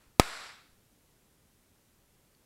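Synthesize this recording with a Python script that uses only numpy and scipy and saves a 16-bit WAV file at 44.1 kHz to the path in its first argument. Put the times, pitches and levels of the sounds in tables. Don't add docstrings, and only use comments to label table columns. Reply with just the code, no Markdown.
import sys
import numpy as np
from scipy import signal
from scipy.fft import rfft, irfft
from scipy.io import wavfile

SR = 44100
rng = np.random.default_rng(int(sys.argv[2]) if len(sys.argv) > 2 else 0)


def transcribe(u):
    v = np.clip(np.atleast_2d(u).T, -1, 1)
    q = np.round(v * 32767).astype(np.int16)
    wavfile.write(sys.argv[1], SR, q)


N = 108045
TIME = np.arange(N) / SR
BIN_HZ = np.arange(N // 2 + 1) * SR / N
SPARK_S = .197262


def from_db(db):
    return 10 ** (np.asarray(db) / 20)


def at_hz(points, hz):
    f, value = np.transpose(points)
    return np.interp(np.log(np.maximum(hz, 1)), np.log(f), value)


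def step(s):
    return np.clip((TIME - s) * SR, 0, 1)


def decay(s, t60):
    return step(s) * from_db(-60 * np.clip((TIME - s) / t60, 0, 5))


def low_pass(x, hz):
    return signal.sosfilt(signal.butter(2, min(hz, .45 * SR), fs=SR, output="sos"), x + 1e-18)


def noise(spectrum):
    white = rfft(rng.standard_normal(N))
    coloured = irfft(white * from_db(at_hz(spectrum, BIN_HZ)), N)
    return coloured / coloured.std()


def damped_tones(s, tones):
    return sum(from_db(db) * decay(s, t60) * np.sin(2 * np.pi * hz * (TIME - s)) for hz, db, t60 in tones)


# f/Hz, relative level/dB
FLOOR_SPECTRUM = [(12, -27), (20, 0), (74, -1.5), (101, -0.5), (122, -3), (161, -2), (232, -5), (352, -7.5),
                  (382, -8), (767, -15.5), (4550, -22.5), (13900, -20.5), (15500, -23)]
RUMBLE_SPECTRUM = [(20, 0), (50, 0), (110, -12), (250, -40), (1000, -80)]
# centre t/s, half-width t/s, level/dB
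RUMBLE_SWELLS = [(.085, .025, -64), (.735, .05, -65)]
def room_noise():
    swell = sum(from_db(db) * np.exp(-((TIME - s) / half_s) ** 2) for s, half_s, db in RUMBLE_SWELLS)
    return from_db(-67) * noise(FLOOR_SPECTRUM) + swell * noise(RUMBLE_SPECTRUM)


# f/Hz, relative level/dB
REVERB_SPECTRUM = [(100, -18.5), (250, -13), (370, -11.5), (560, -6), (1050, -2.5), (1380, 1), (1600, -3),
                   (2450, -5.5), (3100, -11), (3950, -7.5), (5600, -12), (6550, -18.5), (7700, -11),
                   (9300, -19.5), (11200, -15.5), (13000, -27.5), (15000, -28)]
# f/Hz, 60 dB decay t/s
REVERB_TIMES = [(150, 0.5), (500, .5), (1400, .55), (4000, .59), (8000, .505), (12000, .44), (15000, .38)]
def reverberation(s, build_s=.0045):
    spectrum = rfft(noise(REVERB_SPECTRUM))
    centres = [hz for hz, _ in REVERB_TIMES]
    field = np.zeros(N)
    for share, (_, t60) in zip(np.eye(len(centres)), REVERB_TIMES):
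        band = at_hz(list(zip(centres, share)), BIN_HZ)
        field += irfft(spectrum * band, N) * decay(s, t60)
    build_up = 1 - np.exp(-np.maximum(TIME - s, 0) / build_s)
    return from_db(-17) * field * build_up


def blast(shock_s=.00004, suction_s=.00067, rebound_decay_s=.0017):
    shock_end = SPARK_S + shock_s
    suction_end = shock_end + suction_s
    shock = from_db(23) * (step(SPARK_S) - step(shock_end))
    suction = from_db(22.3) * (step(shock_end) - step(suction_end))
    relaxation = np.exp(-np.maximum(TIME - suction_end, 0) / rebound_decay_s)
    rebound = from_db(20) * step(suction_end) * relaxation
    return low_pass(shock - suction + rebound, hz=11200)


# f/Hz, level/dB, 60 dB decay t/s
BENCH_COLOUR = [(770, 5.5, .017), (1270, 4.6, .045), (1790, 7.6, .009), (2490, 9.3, .0061),
                (3310, 7, .0135), (3990, 7.8, .0095), (4695, 4.3, .022), (5520, 13.5, .005),
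                (7370, 2, .0098), (7700, 1, .016), (9310, 5.5, .0059), (10920, 9, .005),
                (12190, 8.5, .0062), (13050, 3.5, .007)]
# f/Hz, relative level/dB
SCATTER_SPECTRUM = [(100, -7.5), (500, 3), (1300, 1.5), (2500, -5), (5000, -12), (8000, -11), (12000, -14),
                    (15500, -20)]
def bench_reflection(delay_s=.000735):
    arrival = SPARK_S + delay_s
    scatter = from_db(-2) * decay(arrival, t60=.052) * noise(SCATTER_SPECTRUM)
    return damped_tones(arrival, BENCH_COLOUR) + scatter


# delay t/s, level/dB, cutoff f/Hz
REFLECTIONS = [(.0065, 3, 3000), (.0083, 3, 7000), (.0199, 3, 3500), (0.0229, -6, 14000), (.036, -7, 11000)]
def early_reflections(lobe_s=.00022):
    reflected = np.zeros(N)
    for delay, db, cutoff_hz in REFLECTIONS:
        arrival = SPARK_S + delay
        pulse = step(arrival) - 2 * step(arrival + lobe_s) + step(arrival + 2 * lobe_s)
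        reflected += from_db(db) * low_pass(pulse, cutoff_hz) / 2
    return reflected


# f/Hz, relative level/dB, 60 dB decay t/s
TICK_MODES = [(3050, -2, .005), (3700, -1, .005), (4450, 1.5, .011)]
def tick(s=2.3493, rise_s=.0002):
    onset = np.clip((TIME - s) / rise_s, 0, 1)
    return from_db(-60) * damped_tones(s, TICK_MODES) * onset


def scene():
    spark = blast() + bench_reflection() + early_reflections() + reverberation(SPARK_S)
    earlier_tail = from_db(-49) * reverberation(0)
    return (room_noise() + earlier_tail + spark + tick())[None]


def record(dry, threshold_db=-9, max_duck_db=22.5, recovery_db_per_s=83, overload=.63):
    level_db = 20 * np.log10(np.abs(dry) + 1e-9)
    excess_db = np.clip(level_db - threshold_db, 0, max_duck_db)
    recovery_db = recovery_db_per_s * TIME
    duck_db = np.maximum.accumulate(excess_db + recovery_db, axis=-1) - recovery_db
    clipped = np.clip(dry * from_db(-duck_db), -overload, overload)
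    dulled = low_pass(clipped, hz=13500)
    centred = signal.lfilter(*signal.butter(1, 2.6, "high", fs=SR), dulled)
    hiss = from_db(-77.5) * rng.standard_normal(N)
    band_limit = signal.ellip(10, .1, 80, 15750, fs=SR, output="sos")
    return signal.sosfilt(band_limit, centred + hiss)


dry = scene()
out = record(dry)
transcribe(out)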